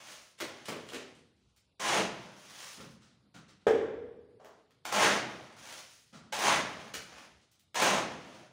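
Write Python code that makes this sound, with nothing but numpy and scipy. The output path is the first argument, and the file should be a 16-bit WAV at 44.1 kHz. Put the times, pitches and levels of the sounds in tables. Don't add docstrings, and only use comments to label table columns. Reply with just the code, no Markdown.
import sys
import numpy as np
from scipy import signal
from scipy.io import wavfile
from scipy.ndimage import uniform_filter1d

SR = 44100
rng = np.random.default_rng(int(sys.argv[2]) if len(sys.argv) > 2 else 0)


def volts_from_db(level):
    exponent = np.asarray(level, float) / 20
    return 10 ** exponent


def persist_wave(psi):
    counts = np.round(np.clip(psi, -1, 1) * 32767).astype(np.int16)
    wavfile.write(sys.argv[1], SR, np.atleast_2d(counts).T)


N = 375728


def evened(x):
    return x / np.sqrt(np.mean(x ** 2) + 1e-20)


def read(points, hz):
    f, value = np.transpose(points)
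    return np.interp(np.log(hz + 1), np.log(f + 1), value)


def add(mix, s, sound):
    part = mix[round(s * SR):][:len(sound)]
    part += sound[:len(part)]


def split(x, hz):
    low = signal.sosfilt(signal.butter(2, hz, fs=SR, output="sos"), x)
    high = signal.sosfilt(signal.butter(2, hz, "high", fs=SR, output="sos"), x)
    return low, high


# (frequency [Hz], level [dB per Hz])
HUSH_COLOUR = [(25, -30), (45, -14.5), (62, -2), (80, 5.5), (130, 4.5), (300, -7.5), (700, -11.5),
               (1600, -17), (3900, -13.5), (6400, -25.5), (9800, -25), (12300, -33), (16000, -44.5)]


def hush():
    frames, hz = N // 256 + 5, np.fft.rfftfreq(1024, 1 / SR)
    a, b, patches = rng.standard_normal((frames, 513, 3)).T
    patches = uniform_filter1d(patches, size=8, axis=0)
    patches = evened(uniform_filter1d(patches, size=24, axis=1))
    patchy_db = 1.8 * patches
    spectrum = (a + 1j * b) * volts_from_db(read(HUSH_COLOUR, hz)[:, None] + patchy_db)
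    air = signal.istft(spectrum, nperseg=1024, noverlap=768)[1][:N]
    return volts_from_db(-74) * evened(air)


# (time [s], level [dB])
ENGINE_SURGES = [(.21, -73), (.7, -79), (1.15, -76), (1.49, -59), (1.95, -66.5), (2.95, -77), (3.35, -79),
                 (3.72, -69), (4.06, -55), (4.9, -68), (5.4, -70.5), (5.72, -68.5), (6.2, -64),
                 (6.53, -66.5), (6.98, -62), (7.15, -61), (7.35, -60), (7.85, -72), (8.05, -70),
                 (8.399, -77)]


def rumble():
    surge_s, idle_db = 0.043, -87
    t = np.arange(0, N + 100, 100) / SR
    level = volts_from_db(idle_db) + sum(volts_from_db(db) * np.exp(-((t - s) / surge_s) ** 2) for s, db in ENGINE_SURGES)
    band = signal.butter(2, [52, 74], "band", fs=SR, output="sos")
    drone = signal.sosfilt(band, rng.standard_normal(N))
    return volts_from_db(-6) * np.interp(np.arange(N) / SR, t, level) * evened(drone)


# (frequency [Hz], width [Hz], level over the plain grit [dB])
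BLADE_MODES = [(647, 140, 8.5), (830, 59, 12.5), (1033, 47, 13), (1620, 160, 6), (2110, 120, 5.5),
               (3300, 840, 2), (6340, 190, 2), (9630, 80, 10.5)]


def body(colour, ring):
    hz = abs(np.fft.fftfreq(4096, 1 / SR))
    peaks_db = sum(db / (1 + (2 * (hz - f) / w) ** 2) for f, w, db in BLADE_MODES)
    log_gain = np.log(volts_from_db(np.maximum(read(colour, hz), -100) + ring * peaks_db))
    minimum_phase = np.exp(np.conj(signal.hilbert(log_gain)))
    return np.fft.ifft(minimum_phase).real[:2048]


def contact(rows, colour, ring, per_s, spread_db, judder_db):
    longest = 26000
    s, *columns = np.transpose(rows)
    t = np.arange(s[0], s[-1], 1 / SR)[:longest]
    level_db, bass_db, treble_db = (np.interp(t, s, c) for c in columns)
    chance, size, sign = rng.random((longest, 3))[:len(t)].T
    grain_gain = volts_from_db(spread_db * np.minimum(-np.log(size + 1e-9), 5))
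    grains = (chance < per_s / SR) * np.sign(sign - .5) * grain_gain
    judder = uniform_filter1d(rng.standard_normal(longest), size=250)
    judder = evened(uniform_filter1d(judder, size=250))[:len(t)]
    rubbed = signal.oaconvolve(grains, body(colour, ring))[:len(t)]
    low, rest = split(rubbed, 500)
    mid, high = split(rest, 3000)
    mixed = evened(mid) - volts_from_db(bass_db) * evened(low) - volts_from_db(treble_db) * evened(high)
    fades = np.clip(np.minimum((t - s[0]) / .005, (s[-1] - t) / .03), 0, 1)
    return s[0], volts_from_db(level_db + judder_db * judder) * mixed * fades


def rub(row, kind):
    s, rise, fall, db, tone_db = row
    start_db, end_db, bass_db, treble_db, dying_db = kind
    low_db, high_db = bass_db - 0.58 * tone_db, treble_db + tone_db
    return [(s, db - start_db, low_db, high_db),
            (s + rise, db, low_db, high_db),
            (s + rise + fall, db - end_db, low_db, high_db + dying_db)]


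def rubs(rows, kind, colour, **grain):
    out = np.zeros(N)
    for row in rows:
        add(out, *contact(rub(row, kind), colour, **grain))
    return out


# (frequency [Hz], level [dB per Hz])
SHOE_SWELLS = [(1.1, 0.058, .08, -76, -17), (1.35, 0.14, 0.15, -85.5, 10),
               (1.559, 0.013, 0.049, -81.5, 19.5), (2.77, 0.033, 0.13, -49, -6),
               (3.0, 0.024, 0.23, -67.5, 5), (3.2, 0.071, 0.072, -77, -19), (3.34, 0.0064, .1, -50.5, -2),
               (3.48, .015, 0.049, -60, 2.5), (3.602, 0.024, 0.017, -67.5, -2),
               (4.699, 0.024, .08, -74.5, -3.5), (6.125, 0.031, 0.073, -51, -2.5),
               (6.199, 0.066, .04, -62.5, -5), (7.3, .06, 0.026, -78, -13), (7.41, 0.012, .06, -81, 19.5),
               (7.509, 0.018, 0.089, -88.5, 24.5), (7.619, .06, .06, -88.5, -13.5)]
SHOE_RUB = (3, 28, 1, 0, -2.5)
SHOE_COLOUR = [(29, -22.5), (50, -8), (198, 3.5), (408, -9), (630, -8), (863, -12), (1400, -5), (1580, -13),
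               (6240, -17), (9640, -26), (13500, -49.5), (16000, -36.5)]


def shuffles():
    return rubs(SHOE_SWELLS, SHOE_RUB, SHOE_COLOUR, ring=.1, per_s=7700, spread_db=1.0, judder_db=2.0)


# (frequency [Hz], level [dB per Hz])
PAIL_TAPS = [
    (4.394, .008, .08, -52.5, 0.0094),
    (4.444, 0.0035, 0.039, -39, 0.011),
    (4.46, .015, 0.17, -54, 0.01),
]
PAIL_RUB = (3, 22.5, -10.5, -19.5, 16)
PAIL_COLOUR = [(100, -29), (250, -11.5), (640, -7.5), (900, -13), (1500, -19), (2200, -30), (6500, -30.5),
               (14000, -49.5)]


def taps():
    return rubs(PAIL_TAPS, PAIL_RUB, PAIL_COLOUR, ring=.2, per_s=10000, spread_db=4.5, judder_db=-3.2)


MIX_SETTLES = [
    (.47, .01, 0.39, -51, 3),
    (.76, .01, 0.19, -53.5, 4),
    (1.0, .01, 0.15, -56.5, 2),
    (2.08, 0.028, 0.41, -48.5, -0.5),
    (5.2, 0.038, 0.44, -46.5, -2.5),
    (6.62, 0.047, 0.33, -44.5, -1.5),
    (7.0, 0.011, 0.084, -57, 18.5),
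    (8.02, 0.031, 0.42, -45.5, -5),
]
SETTLING_RUB = (6.5, 16, -3, -15, 8.5)
MIX_SPILLS = [
    (0.0, 0.0013, 0.21, -48.5, -5.5),
    (.03, 0.06, 0.26, -48, -1),
    (2.36, 0.27, 0.34, -48, 1.5),
    (5.56, .16, 0.23, -44.5, -1.5),
    (5.85, 0.064, 0.22, -64, 8.5),
    (7.06, 0.092, 0.26, -48.5, -12),
    (8.2, 0.097, 0.27, -62, -1),
]
SPILLING_RUB = (12.5, 30.5, -14.5, -1.5, 13)
# (frequency [Hz], level [dB per Hz])
SPILL_COLOUR = [(30, -49.5), (60, -32), (120, -7), (220, -8.5), (450, -9), (600, -3), (3000, -2.5),
                (4000, -3.5), (6400, 1), (8000, -6.5), (9600, -4), (13500, -21), (16000, -17)]


def spills():
    settled = rubs(MIX_SETTLES, SETTLING_RUB, SPILL_COLOUR, ring=.45, per_s=10000, spread_db=3.5, judder_db=3.5)
    spilled = rubs(MIX_SPILLS, SPILLING_RUB, SPILL_COLOUR, ring=.11, per_s=10000, spread_db=3.5, judder_db=3.5)
    return settled + spilled


# (time [s], peak level [dB], pitch [Hz])
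STRUCK_STONES = [(0.403, -19, 1210), (0.685, -20, 501.7), (0.92, -26.5, 614), (1.564, -52, 6990),
                 (1.797, -34, 867), (3.352, -43, 1200), (3.487, -61, 1310), (4.306, -62, 900),
                 (4.447, -38, 751), (4.708, -45.5, 1360), (4.853, -17.5, 977), (4.925, -11.5, 1040),
                 (4.967, -18, 856), (5.019, -16.5, 627), (5.119, -31, 689), (6.333, -20, 816),
                 (6.39, -15.5, 818), (6.422, -15.5, 1050), (6.942, -16.5, 1820), (6.942, -30, 3300),
                 (7.516, -50, 6790), (7.595, -47, 4400), (7.745, -22, 1100), (7.822, -7.5, 549)]


def stones():
    out, t = np.zeros(N), np.arange(900) / SR
    for s, db, hz in STRUCK_STONES:
        cracks = (rng.random(len(t)) < 900 / SR) * rng.standard_normal(len(t)) * volts_from_db(-60 * t / 0.024)
        cracks[0] = 0.53
        crack = signal.lfilter(*signal.iirpeak(hz, .8, SR), cracks) + 0.018 * cracks
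        add(out, s, volts_from_db(db + 0.5) * crack / abs(crack).max())
    return out


# (frequency [Hz], level [dB], t60 [s])
HANDLE_MODES = [(188.4, -43.5, .06), (301, -24, 0.062), (445, -7, .14), (474.3, 5, 0.047),
                (551, 5.5, 0.023), (814, -7.5, 0.052), (920, -19, .04), (1254, -14, 0.049),
                (1600, -18, .05), (2050, -29, 0.025), (2480, -15.5, 0.026), (3140, -19.5, 0.023),
                (3440, -20.5, 0.046)]
# (frequency [Hz], level [dB per Hz])
RATTLE_COLOUR = [(350, -28), (600, -7.5), (1130, -22), (1610, -9), (1830, -16), (3480, -27), (3990, -32),
                 (6550, -31), (16000, -57.5)]


def knock():
    knock_s, ring_db, rattle_db = 3.6675, -11.5, -24
    out, t = np.zeros(N), np.arange(SR) / SR
    ring = sum(volts_from_db(db - 60 * t / t60) * np.sin(2 * np.pi * hz * t) for hz, db, t60 in HANDLE_MODES)
    noise = rng.standard_normal(len(t))
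    rattle = evened(signal.oaconvolve(noise, body(RATTLE_COLOUR, 0))[:len(t)])
    add(out, knock_s, volts_from_db(ring_db) * ring * (1 - np.exp(-t / 0.0015)))
    add(out, knock_s, volts_from_db(rattle_db - 60 * t / 0.065) * rattle * (1 - np.exp(-t / 0.0013)))
    return out


CHOP_SWELLS = [
    (.4, 0.013, 0.059, -38, 0.5),
    (.684, 0.0036, 0.091, -38, -2.5),
    (.92, 0.019, 0.052, -37.5, 2.5),
]
CHOPPING_RUB = (21, 19.5, -0.5, -1, -16.5)
EDGE_SLIDES = [
    (0.375, 0.014, 0.023, -53, 8.5),
    (.64, .043, .03, -54, 10),
    (.86, 0.031, .03, -50.5, 2.5),
    (1.101, 0.046, .15, -72.5, 3),
]
SLIDING_RUB = (16, 11, -23.5, 2.5, 3.5)
# (frequency [Hz], level [dB per Hz])
CHOP_COLOUR = [(30, -36.5), (60, -19), (230, -3.5), (450, 2.5), (800, -10.5), (1250, -10), (2200, -11),
               (4500, -18.5), (6400, -21), (9400, -24), (13500, -41), (16000, -45)]


def chops():
    grain = dict(ring=0.1, per_s=9000, spread_db=2, judder_db=5.0)
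    chopped = rubs(CHOP_SWELLS, CHOPPING_RUB, CHOP_COLOUR, **grain)
    return chopped + rubs(EDGE_SLIDES, SLIDING_RUB, CHOP_COLOUR, **grain)


EDGE_CLIPS = [
    (6.935, 0.0037, 0.049, -35, 2.4),
    (7.16, 0.013, 0.045, -63, 0),
]
CLIPPING_RUB = (16, 24.5, -3, 2, -3)
# (frequency [Hz], level [dB per Hz])
SCRAPE_COLOUR = [(30, -53), (60, -32.5), (190, -8), (280, -11), (700, -8), (1360, -9.5), (2270, -8),
                 (4670, -13), (6400, -9), (8000, -17), (9400, -16.5), (13500, -36.5), (16000, -35.5)]


def clips():
    return rubs(EDGE_CLIPS, CLIPPING_RUB, SCRAPE_COLOUR, ring=0.17, per_s=8000, spread_db=4.0, judder_db=3.0)


# (share of stroke [0-1], level [dB])
LOAD_BASS = [(0, -3), (.5, -1.5), (1, 9.5)]
# (share of stroke [0-1], level [dB])
EDGE_TREBLE = [(0, 2.5), (.5, -3.5), (1, -4)]


def stroke(pressure, weight_db):
    s, db = np.transpose(pressure)
    share = (s - s[0]) / (s[-1] - s[0])
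    bass_db = weight_db + np.interp(share, *np.transpose(LOAD_BASS))
    treble_db = np.interp(share, *np.transpose(EDGE_TREBLE))
    return np.transpose([s, db, bass_db, treble_db])


def resonate(x, hz, width):
    turn = np.exp(2j * np.pi * np.cumsum(hz) / SR)
    r = np.exp(-np.pi * width / SR)
    return 2 * (turn * signal.lfilter([1 - r], [1, -r], x / turn)).real


# (lowest [Hz], highest [Hz])
CLUMP_RANGE = (698, 2440)


def clumps(sound, width, share):
    clump_s = .03
    lowest, highest = CLUMP_RANGE
    pitch = lowest * (highest / lowest) ** rng.random(100) ** 1.43
    hz = pitch[np.minimum(np.arange(len(sound)) / (clump_s * SR), 99).astype(int)]
    return share * resonate(sound, uniform_filter1d(hz, size=200), width)


# (time [s], level [dB])
SCRAPE_PRESSURE = [
    [(1.795, -34.5), (1.811, -38), (1.851, -33), (1.891, -28.5), (1.977, -29.5), (2.08, -51)],
    [(4.848, -45), (4.858, -37.5), (4.91, -46.5), (4.928, -30.5), (5.042, -22.5), (5.08, -28), (5.2, -39)],
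    [(6.322, -30), (6.334, -34.5), (6.366, -39), (6.454, -24), (6.524, -27), (6.62, -41)],
    [(7.742, -53), (7.756, -31.5), (7.832, -26), (7.87, -26.5), (8.02, -36.5)],
]
# (empty [Hz], full load [share of stroke], loaded [Hz], weight as bass [dB])
BELLY_RING = [
    (940, .7, 330, -6),
    (900, .65, 1700, -6),
    (790, 0.79, 1750, -9.5),
    (1020, 0.48, 620, -7.5),
]


def scrapes():
    out = np.zeros(N)
    for pressure, (empty, full, loaded, weight_db) in zip(SCRAPE_PRESSURE, BELLY_RING):
        rows = stroke(pressure, weight_db)
        s, sound = contact(rows, SCRAPE_COLOUR, ring=0.57, per_s=10000, spread_db=3.5, judder_db=1.45)
        share = np.arange(len(sound)) / len(sound)
        eased = loaded + .55 * (empty - loaded)
        hz = np.interp(share, [0, 0.56 * full, full, 1], [empty, empty, loaded, eased])
        belly = resonate(sound, hz, width=560)
        add(out, s, 0.77 * sound + 0.72 * belly + clumps(sound, width=170, share=0.55))
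    return out


# (frequency [Hz], t60 [s])
WALL_DECAY = [(100, 1.7), (260, 0.96), (700, 0.75), (1840, 0.75), (4850, 0.63), (12800, 0.34)]


def diffuse(linger):
    pulses = np.zeros(2 * SR)
    at = np.arange(200, 2 * SR - 10, 10)
    pulses[at + rng.integers(0, 10, len(at))] = rng.choice([-1., 1.], len(at))
    hz, t, z = signal.stft(pulses, SR, nperseg=256)
    t60 = np.maximum(linger * read(WALL_DECAY, hz), .05)[:, None]
    tail = signal.istft(z * volts_from_db(-60 * t / t60), SR, nperseg=256)[1]
    return tail / np.linalg.norm(tail)


# (delay [s], level [dB])
EARLY_ECHOES = [(.0045, -12), (.0095, 0), (0.0149, 0.5), (0.023, -8), (.028, -12.5), (.039, -2), (0.08, -9),
                (.117, -26)]


def room(x, echo_db, tail_db, linger):
    out = x.copy()
    for s, db in EARLY_ECHOES:
        add(out, s, volts_from_db(db + echo_db) * x)
    low = signal.sosfiltfilt(signal.butter(2, 800, fs=SR, output="sos"), x)
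    slow = 2 * np.pi * 6 * np.arange(N) / SR
    for _ in range(2):
        quick = np.cumsum(uniform_filter1d(rng.standard_normal(N), size=40)) * .2
        for wave in (np.cos, np.sin):
            feed = wave(slow) * low + wave(quick) * (x - low)
            out += volts_from_db(tail_db - 3) * signal.oaconvolve(feed, diffuse(linger))[:N]
    return out


def scene():
    grit = volts_from_db(-4) * (shuffles() + taps() + spills() + chops() + clips() + scrapes())
    low_down = room(grit + stones(), echo_db=-6.5, tail_db=1.5, linger=0.8)
    lifted = room(knock(), echo_db=-4.0, tail_db=2.5, linger=1.196)
    return (volts_from_db(-6) * (low_down + lifted) + hush() + rumble())[None]


def top_cut(x):
    return signal.sosfilt(signal.butter(12, 16660, fs=SR, output="sos"), x)


# (frequency [Hz], level [dB a bin])
SUPPRESSOR_GATE = [(60, -112), (500, -104), (1500, -102), (4000, -106), (12000, -116)]
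# (frequency [Hz], gain [dB])
MICROPHONE_COLOUR = [(13800, 0), (14700, 13), (15700, 5.5), (15950, -11.5), (16600, -59)]


def record(dry):
    thin = signal.sosfilt(signal.butter(4, 60, "high", fs=SR, output="sos"), dry)
    hz, t, z = signal.stft(thin, SR, nperseg=512, noverlap=384)
    power = uniform_filter1d(abs(z) ** 2, size=6, axis=2)
    power = uniform_filter1d(power, size=5, axis=1)
    threshold = volts_from_db(read(SUPPRESSOR_GATE, hz))[:, None] ** 2
    keep = np.maximum(1 - threshold / (abs(power) + 1e-20), .1)
    colour = volts_from_db(read(MICROPHONE_COLOUR, hz))[:, None]
    finished = signal.istft(z * keep * colour, SR, nperseg=512, noverlap=384)[1][:, :N]
    return top_cut(finished)


dry = scene()
out = record(dry)
persist_wave(out)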